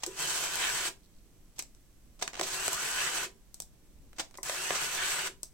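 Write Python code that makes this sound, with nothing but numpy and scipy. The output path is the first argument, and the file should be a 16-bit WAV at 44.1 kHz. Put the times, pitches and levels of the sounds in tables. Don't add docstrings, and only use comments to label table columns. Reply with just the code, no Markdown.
import sys
import numpy as np
from scipy import signal
from scipy.fft import rfft, irfft, next_fast_len
from scipy.io import wavfile
from scipy.ndimage import uniform_filter1d, map_coordinates

SR = 44100
rng = np.random.default_rng(int(sys.argv[2]) if len(sys.argv) > 2 else 0)


def wrap_up_sound(samples):
    columns = np.atleast_2d(samples).T
    tamed = np.clip(columns, -1, 1)
    steps = np.round(tamed * 32767).astype(np.int16)
    wavfile.write(sys.argv[1], SR, steps)


N = 243873


def amp(db):
    return 10 ** (np.asarray(db) / 20)


def unit(x):
    return x / np.sqrt(np.mean(x ** 2) + 1e-20)


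def along(points, hz):
    knots_hz, values = np.transpose(points)
    return np.interp(np.log(hz + 1), np.log(knots_hz + 1), values)


def bump(x, centre, half_width):
    return np.exp(-((x - centre) / half_width) ** 2)


def wobble(rate_hz):
    knots = rng.standard_normal(int(N * rate_hz / SR) + 4)
    return map_coordinates(knots, [np.arange(N) * rate_hz / SR])


def burst(envelope):
    noise = envelope * rng.standard_normal((2, len(envelope)))
    return noise * np.linalg.norm(envelope) / np.linalg.norm(noise, axis=1, keepdims=True)


def add(track, start_s, sound):
    part = track[..., max(round(start_s * SR), 0):][..., :sound.shape[-1]]
    part += sound[..., :part.shape[-1]]


def filtered(x, response):
    size = next_fast_len(N + SR // 2)
    return irfft(rfft(x, size) * response(np.fft.rfftfreq(size, 1 / SR)), size)[..., :N]


def coloured(x, spectrum, size=2048):
    cepstrum = irfft(np.log(amp(along(spectrum, np.fft.rfftfreq(size, 1 / SR)))))
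    cepstrum[1:size // 2] *= 2
    cepstrum[size // 2 + 1:] = 0
    kernel = irfft(np.exp(rfft(cepstrum)))
    return signal.fftconvolve(x, kernel / np.linalg.norm(kernel))[:N]


def patchy(x, depth_db, bins):
    frames = signal.stft(x, nperseg=1024)[2]
    field = uniform_filter1d(rng.standard_normal(frames.shape[1:]), size=bins, axis=0)
    field = uniform_filter1d(field, size=5, axis=1)
    return signal.istft(frames * amp(depth_db * unit(field)), nperseg=1024)[1][:, :N]


# frequency in Hz, side level in dB re mid.
WIDTH = [(60, -6), (300, -12.5), (600, -4.5), (1200, -5), (2500, -1), (8000, 0.5)]
def spread(mid, side):
    side_ratio = lambda hz: amp(along(WIDTH, hz))
    mid_gain = lambda hz: 1 / np.hypot(1, side_ratio(hz))
    mid = filtered(mid, mid_gain)
    side = filtered(side, lambda hz: mid_gain(hz) * side_ratio(hz))
    return np.array([mid + side, mid - side])


def stereo_noise(spectrum, envelope=1):
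    return spread(*[coloured(envelope * noise, spectrum) for noise in rng.standard_normal((2, N))])


# frequency in Hz, relative density in dB.
RUMBLE = [(20, -1.5), (35, -6), (48, -2.5), (75, -14), (130, -15.5), (200, -17.5), (300, -18.5), (450, -23),
          (900, -31.5), (4000, -55)]
HISS = [(100, -4.5), (600, -1), (2000, 0.5), (4000, -1), (8000, -1), (11000, 4.5), (15500, -1.5)]
# frequency in Hz, level in dB.
HUM = [(193.8, -87), (301.5, -83)]
def room_tone(rumble_db=-64, hiss_db=-66, hum_gain_db=-4):
    hum, t = np.zeros(N), np.arange(N) / SR
    for hz, db in HUM:
        gain = np.sqrt(2) * amp(db + 2.1 * wobble(3.76))
        hum += gain * np.sin(2 * np.pi * hz * t + 0.16 * wobble(4.2))
    rumble = amp(rumble_db + 1.5 * wobble(6.7)) * unit(stereo_noise(RUMBLE))
    hiss = amp(hiss_db) * unit(stereo_noise(HISS))
    return rumble + hiss + amp(hum_gain_db) * hum


# frequency in Hz, t60 in seconds.
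ROOM_DECAY = [(200, 0.4), (1000, 0.18), (5000, 0.19), (14000, 0.16)]
def room(x, delay_s=.003):
    hz, t, frames = signal.stft(rng.standard_normal((2, SR // 2)), SR, nperseg=256)
    decay = amp(-60 * t / along(ROOM_DECAY, hz)[:, None])
    tail = signal.istft(frames * decay, SR, nperseg=256)[1]
    tail = np.pad(tail / np.linalg.norm(tail[0]), ((0, 0), (round(delay_s * SR), 0)))
    return spread(*signal.fftconvolve(x, tail, axes=1)[:, :N])


# frequency in Hz, relative density in dB.
CREEP = [(2500, -26), (3800, -2), (4500, 2), (6000, -9), (9000, -12)]
def strip_creep(start_s=1, end_s=1.23, level_db=-55.5, range_db=6.8, count=12, t60_s=0.0057):
    ticks, t = np.zeros((2, N)), np.arange(SR // 50) / SR
    for when, softness in rng.random((count, 2)):
        tick = amp(level_db - range_db * softness) * burst(amp(-60 * t / t60_s))
        add(ticks, start_s + when * (end_s - start_s), tick)
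    return spread(*[coloured(channel, CREEP) for channel in ticks])


# start in seconds, level in dB.
JOLTS = [(0.067, -37.5), (0.885, -48), (2.397, -36), (3.249, -45.5), (5.279, -45)]
# frequency in Hz, relative level in dB, t60 in seconds.
LEVER_MODES = [(348, 3.5, 0.19), (381, 0, 0.21), (435, -3.5, 0.27), (522, -2.5, 0.15), (990, -15, 0.42)]
def sensor_lever(attack_s=0.0024):
    out, t = np.zeros(N), np.arange(SR // 2) / SR
    for start_s, db in JOLTS:
        ring = sum(amp(mode_db - 60 * t / t60_s) * np.sin(2 * np.pi * hz * t + rng.uniform(0, 2 * np.pi))
                   for hz, mode_db, t60_s in LEVER_MODES)
        add(out, start_s, amp(db) * ring / np.abs(ring).max() * (1 - np.exp(-t / attack_s)))
    return out


# start in seconds, level in dB.
FLAPS = [(2.411, -22), (2.679, -22.5), (4.189, -39), (4.385, -33.5), (4.496, -33.5), (4.707, -25)]
# frequency in Hz, relative level in dB, t60 in seconds.
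STRIP_MODES = [(282, -12.5, 0.043), (400, -3, 0.047), (545, -5.5, 0.039), (715, -1.5, 0.02),
               (1006, 4.5, 0.014), (1470, -23, .03), (1950, 3, 0.013), (2450, -30, 0.014)]
def flaps(gain_db=-7, attack_s=0.0013):
    out, t = np.zeros((2, N)), np.arange(SR // 4) / SR
    for start_s, db in FLAPS:
        for hz, mode_db, t60_s in STRIP_MODES:
            pitch_hz = hz * (1 + 0.014 * rng.standard_normal())
            phase = rng.uniform(0, 2 * np.pi) + rng.normal(0, .4, (2, 1))
            envelope = amp(mode_db + rng.normal(0, 4.5) - 60 * t / t60_s) * (1 - np.exp(-t / attack_s))
            add(out, start_s, amp(db + gain_db) * envelope * np.sin(2 * np.pi * pitch_hz * t + phase))
    return out


# frequency in Hz, relative density in dB.
SHEET = [(100, -20.5), (300, -5), (650, 5.5), (1200, 1.5), (2400, 1), (4500, -7.5), (12000, -44)]
def paper(edge, body, edge_spectrum):
    return spread(*[coloured(e, edge_spectrum) + coloured(b, SHEET) for e, b in zip(edge, body)])


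# start in seconds, level in dB, body offset in dB, length in seconds, give offset in dB.
RUSTLES = [(0.033, -28.5, -7, 0.012, -18), (1.592, -31.5, -13, 0.012, -12), (2.223, -25, -5, 0.01, -15.5),
           (2.277, -28.5, -1.5, 0.0044, -33), (2.394, -31, 1.5, 0.0086, -15),
           (2.411, -25.5, -10, 0.0037, -19), (2.426, -32.5, -8.5, 0.034, -20),
           (4.194, -29.5, -4.5, 0.02, -8.5), (4.747, -32, -10, 0.039, -17)]
# start in seconds, end in seconds, final level in dB.
PULLS = [(2.328, 2.392, -39), (4.341, 4.364, -53.5)]
def creases(touch_db=-27, gap_s=.0125, jitter_s=.0015, growth_db_per_s=114, scatter_db=2.5):
    rows = []
    for start_s, db, body_db, length_s, give_db in RUSTLES:
        touch = (start_s - .033, db + touch_db, body_db, .029)
        give = (start_s - .011, db + give_db, body_db, .018)
        rows += [touch, give, (start_s, db, body_db, length_s)]
    for start_s, end_s, final_db in PULLS:
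        for at_s, (late, size) in zip(np.arange(start_s, end_s, gap_s), rng.standard_normal((20, 2))):
            db = final_db - growth_db_per_s * (end_s - at_s) + scatter_db * size
            rows.append((at_s + jitter_s * late, db, 2, .0082))
    return rows


# frequency in Hz, relative density in dB.
CREASE_EDGE = [(300, -18), (2000, -4), (3500, 1.5), (6500, 1.5), (8500, -1.5), (10500, -7.5), (16000, -12)]
def rustles(edge_gain_db=-2, body_gain_db=-1, grain_db=2.0, grain_hz=1100):
    edge, body, t = np.zeros((2, N)), np.zeros((2, N)), np.arange(SR // 8) / SR
    for start_s, db, body_db, length_s in creases():
        progress = 4 * t / length_s
        swell = progress * np.exp(1 - progress)
        roughness = np.interp(t * grain_hz, np.arange(150), rng.standard_normal(150))
        grains = swell * amp(grain_db * roughness)
        grains *= np.linalg.norm(swell) / np.linalg.norm(grains)
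        add(edge, start_s, amp(db + edge_gain_db) * burst(grains))
        add(body, start_s, amp(db + body_db + body_gain_db) * burst(grains))
    return paper(edge, body, CREASE_EDGE)


# start in seconds, level in dB, body offset in dB, t60 in seconds.
SNAPS = [(0.064, -30, -14, 0.043), (0.556, -27, -6, 0.025), (1.592, -26, -16.5, 0.0086),
         (1.624, -37, -7, 0.014), (1.749, -54, -13, 0.013), (2.412, -26.5, 3, 0.014), (2.68, -23, 4, 0.011),
         (2.731, -22.5, -13, .014), (3.543, -37.5, -20, 0.026), (3.602, -28, -16.5, 0.014),
         (3.621, -36.5, -16, 0.015), (4.131, -56, 7.5, 0.016), (4.311, -52, 2, .01),
         (4.374, -39, -25, 0.036), (4.431, -29.5, -14.5, 0.036), (4.496, -31.5, 7.5, 0.021),
         (4.547, -36, 7, .014), (4.7063, -33.5, 14.5, 0.015), (5.432, -28.5, -17, 0.018)]
# frequency in Hz, relative density in dB.
SNAP_EDGE = [(300, -9), (2000, -17), (4500, 2), (7000, 7), (10000, 6.5), (16000, -4)]
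def snaps(gain_db=-2, crack_db=3, crack_t60_s=0.0035):
    edge, body, t = np.zeros((2, N)), np.zeros((2, N)), np.arange(SR // 8) / SR
    crack = amp(crack_db - 60 * t / crack_t60_s)
    for start_s, db, body_db, t60_s in SNAPS:
        ring = amp(-60 * t / t60_s)
        add(edge, start_s, amp(db + gain_db) * burst(ring + crack))
        add(body, start_s, amp(db + body_db + gain_db) * burst(ring))
    return paper(edge, body, SNAP_EDGE)


# centre in seconds, level in dB.
SCRAPES = [(2.785, -44), (4.785, -42)]
def edge_scrape(centre_hz=1328, octaves_per_s=4.5, width_hz=300, half_length_s=0.078):
    out, t = np.zeros((2, N)), np.arange(N) / SR
    for centre_s, db in SCRAPES:
        offset_s = np.clip(t - centre_s, -.25, .25)
        phase = 2 * np.pi * np.cumsum(centre_hz * 2 ** (octaves_per_s * offset_s)) / SR
        note = np.array([wobble(width_hz) * np.sin(phase), wobble(width_hz) * np.cos(phase)])
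        out += amp(db) * bump(offset_s, 0, half_length_s) * note
    return np.sqrt(2) * spread(*out)


# frequency in Hz, relative density in dB.
PEEL = [(200, -44.5), (600, -12), (1000, -7), (1500, 3.5), (2000, 0.5), (2900, -1), (4000, -5.5),
        (9000, -34)]
def peel_rasp():
    slips = amp(1.5 * wobble(500) + 1.4 * wobble(40))
    return unit(patchy(stereo_noise(PEEL, slips), depth_db=3.0, bins=6))


# centre in Hz, width in Hz, gain in dB.
PANELS = [(392, 135, 7), (673, 53, 0.5), (926, 215, 2.5), (1546, 190, 4), (2580, 110, 2.5), (3104, 66, -3),
          (4400, 97, -0.5)]
def case_response(hz):
    return 1 + sum(amp(db) * 1j * hz * width_hz / (centre_hz ** 2 - hz ** 2 + 1j * hz * width_hz)
                   for centre_hz, width_hz, db in PANELS)


def tooth_blows(teeth, scatter_db=1, jitter_s=.00012):
    at = np.flatnonzero(np.diff(np.floor(teeth)) > 0)
    late, size = rng.standard_normal((N // 8, 2))[:len(at)].T
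    at = np.clip(at + np.round(late * jitter_s * SR).astype(int), 0, N - 1)
    return np.bincount(at, amp(scatter_db * np.clip(size, -2, 2)), N)


# frequency in Hz, relative density in dB.
GEARS = [(60, -24), (150, -9.5), (270, -15.5), (380, -10), (600, -5), (1100, -0.5), (2000, -1), (3000, 0.5),
         (4200, 1.5), (8000, 5.5), (11000, 3), (16000, -6)]
def gear_clatter(teeth, shaft_rad, contact_t60_s=0.0041, flutter_db=1.58, eccentricity=.11):
    t = np.arange(SR // 50) / SR
    blows = tooth_blows(teeth) * (1 + eccentricity * np.sin(shaft_rad))
    contacts = signal.fftconvolve(blows, amp(-60 * t / contact_t60_s))[:N]
    contacts *= amp(flutter_db * wobble(30))
    clatter = filtered(stereo_noise(GEARS, contacts), case_response)
    return unit(patchy(clatter, depth_db=0.9, bins=22))


# multiple of the shaft speed, level in dB.
WHINE = [(11, -30.5), (40, -18), (42, -26), (72, -16.5), (80, -9.5), (82, -38), (84, -17.5), (120, -23)]
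def gear_whine(mesh_hz, shaft_rad, resonance_hz=1340, half_width_hz=53, lift_db=5, fall_db_per_hz=0.4):
    tones = np.zeros((2, N))
    for order, db in WHINE:
        gain = amp(db + 3.4 * wobble(15))
        tones += gain * np.sin(order * shaft_rad + rng.uniform(0, np.pi / 2, (2, 1)))
    resonance_db = lift_db * bump(mesh_hz, resonance_hz, half_width_hz)
    slow_loss_db = fall_db_per_hz * np.maximum(resonance_hz - mesh_hz, 0)
    return amp(resonance_db - slow_loss_db) * filtered(tones, case_response)


# start, stop, slack time and run-up time constant in seconds, top mesh rate in Hz,
# gear level at start and at stop in dB, rasp level in dB, rasp surge in dB.
FEEDS = [(0.069, 0.884, 0.11, .04, 1520, -34, -37, -38, 6),
         (2.411, 3.251, 0.037, .11, 1489, -36, -36.5, -38, 5.5),
         (4.43, 5.275, 0.0066, .105, 1486, -37.5, -36, -37, 3)]
# time before the stop in seconds, half-width in seconds, multiple of the surge.
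GRIPS = [(0.54, 0.05, 0.22), (0.23, 0.07, 1.17), (.085, 0.026, 0.54)]
def feed_drive(start_share=.55, slack_db=-16, take_up_s=0.048, peel_db_per_s=5.5,
               sag_share=.045, sag_s=.09, brake_db_per_s=906):
    t = np.arange(N) / SR
    gear_gain, peel_gain, mesh_hz = np.zeros((3, N))
    for start_s, stop_s, slack_s, run_up_s, top_hz, first_db, last_db, rasp_db, surge_db in FEEDS:
        started = t >= start_s
        age_s, left_s = np.maximum(t - start_s, 0), np.maximum(stop_s - t, 0)
        loose = np.clip(.5 + (slack_s - age_s) / take_up_s, 0, 1)
        running = started * amp(slack_db * loose - brake_db_per_s * np.maximum(t - stop_s, 0))
        gear_gain += running * amp(np.interp(t, [start_s, stop_s], [first_db, last_db]))
        grip = sum(share * bump(left_s, before_s, width_s) for before_s, width_s, share in GRIPS)
        peel_gain += running * amp(rasp_db - peel_db_per_s * left_s + surge_db * grip)
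        run_up = 1 - (1 - start_share) * np.exp(-age_s / run_up_s)
        sag = 1 - sag_share * np.exp(-left_s / sag_s)
        mesh_hz = np.where(started, top_hz * run_up * sag, mesh_hz)
    return gear_gain, peel_gain, mesh_hz


def dispenser(pinion_teeth=40, clatter_db=1, rasp_db=-1, whine_db=-6):
    gear_gain, peel_gain, mesh_hz = feed_drive()
    teeth = np.cumsum(mesh_hz * (1 + .004 * wobble(45))) / SR
    shaft_rad = 2 * np.pi * teeth / pinion_teeth
    clatter = amp(clatter_db) * gear_clatter(teeth, shaft_rad)
    rasp = amp(rasp_db) * peel_rasp()
    whine = amp(whine_db) * gear_whine(mesh_hz, shaft_rad)
    return gear_gain * (clatter + whine) + peel_gain * rasp


def scene(reverb_db=-8):
    machine = dispenser() + edge_scrape()
    handling = snaps() + rustles() + flaps() + sensor_lever() + strip_creep()
    direct = machine + handling
    return direct + room(amp(reverb_db) * direct) + room_tone()


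# frequency in Hz, gain in dB.
LEFT_PORT = [(200, 5.5), (420, 0.5), (660, 0.5), (850, 3.5), (1100, 0.5), (1500, 0.5), (2800, -2),
             (3700, -3.5), (6000, -2), (7000, -1), (7900, 7.5), (9000, -1), (11000, -9), (15500, -12.5)]
RIGHT_PORT = [(200, 7), (420, 3.5), (660, 3), (850, -5), (1100, 0.5), (1500, -2.5), (2800, 1.5),
              (5000, 1.5), (6300, 5), (7500, -2.5), (8700, -11), (10000, -4.5), (15500, -0.5)]
TOP_HZ = 16000
def record(dry):
    return filtered(dry, lambda hz: amp([along(LEFT_PORT, hz), along(RIGHT_PORT, hz)]) * (hz < TOP_HZ))


dry = scene()
out = record(dry)
wrap_up_sound(out)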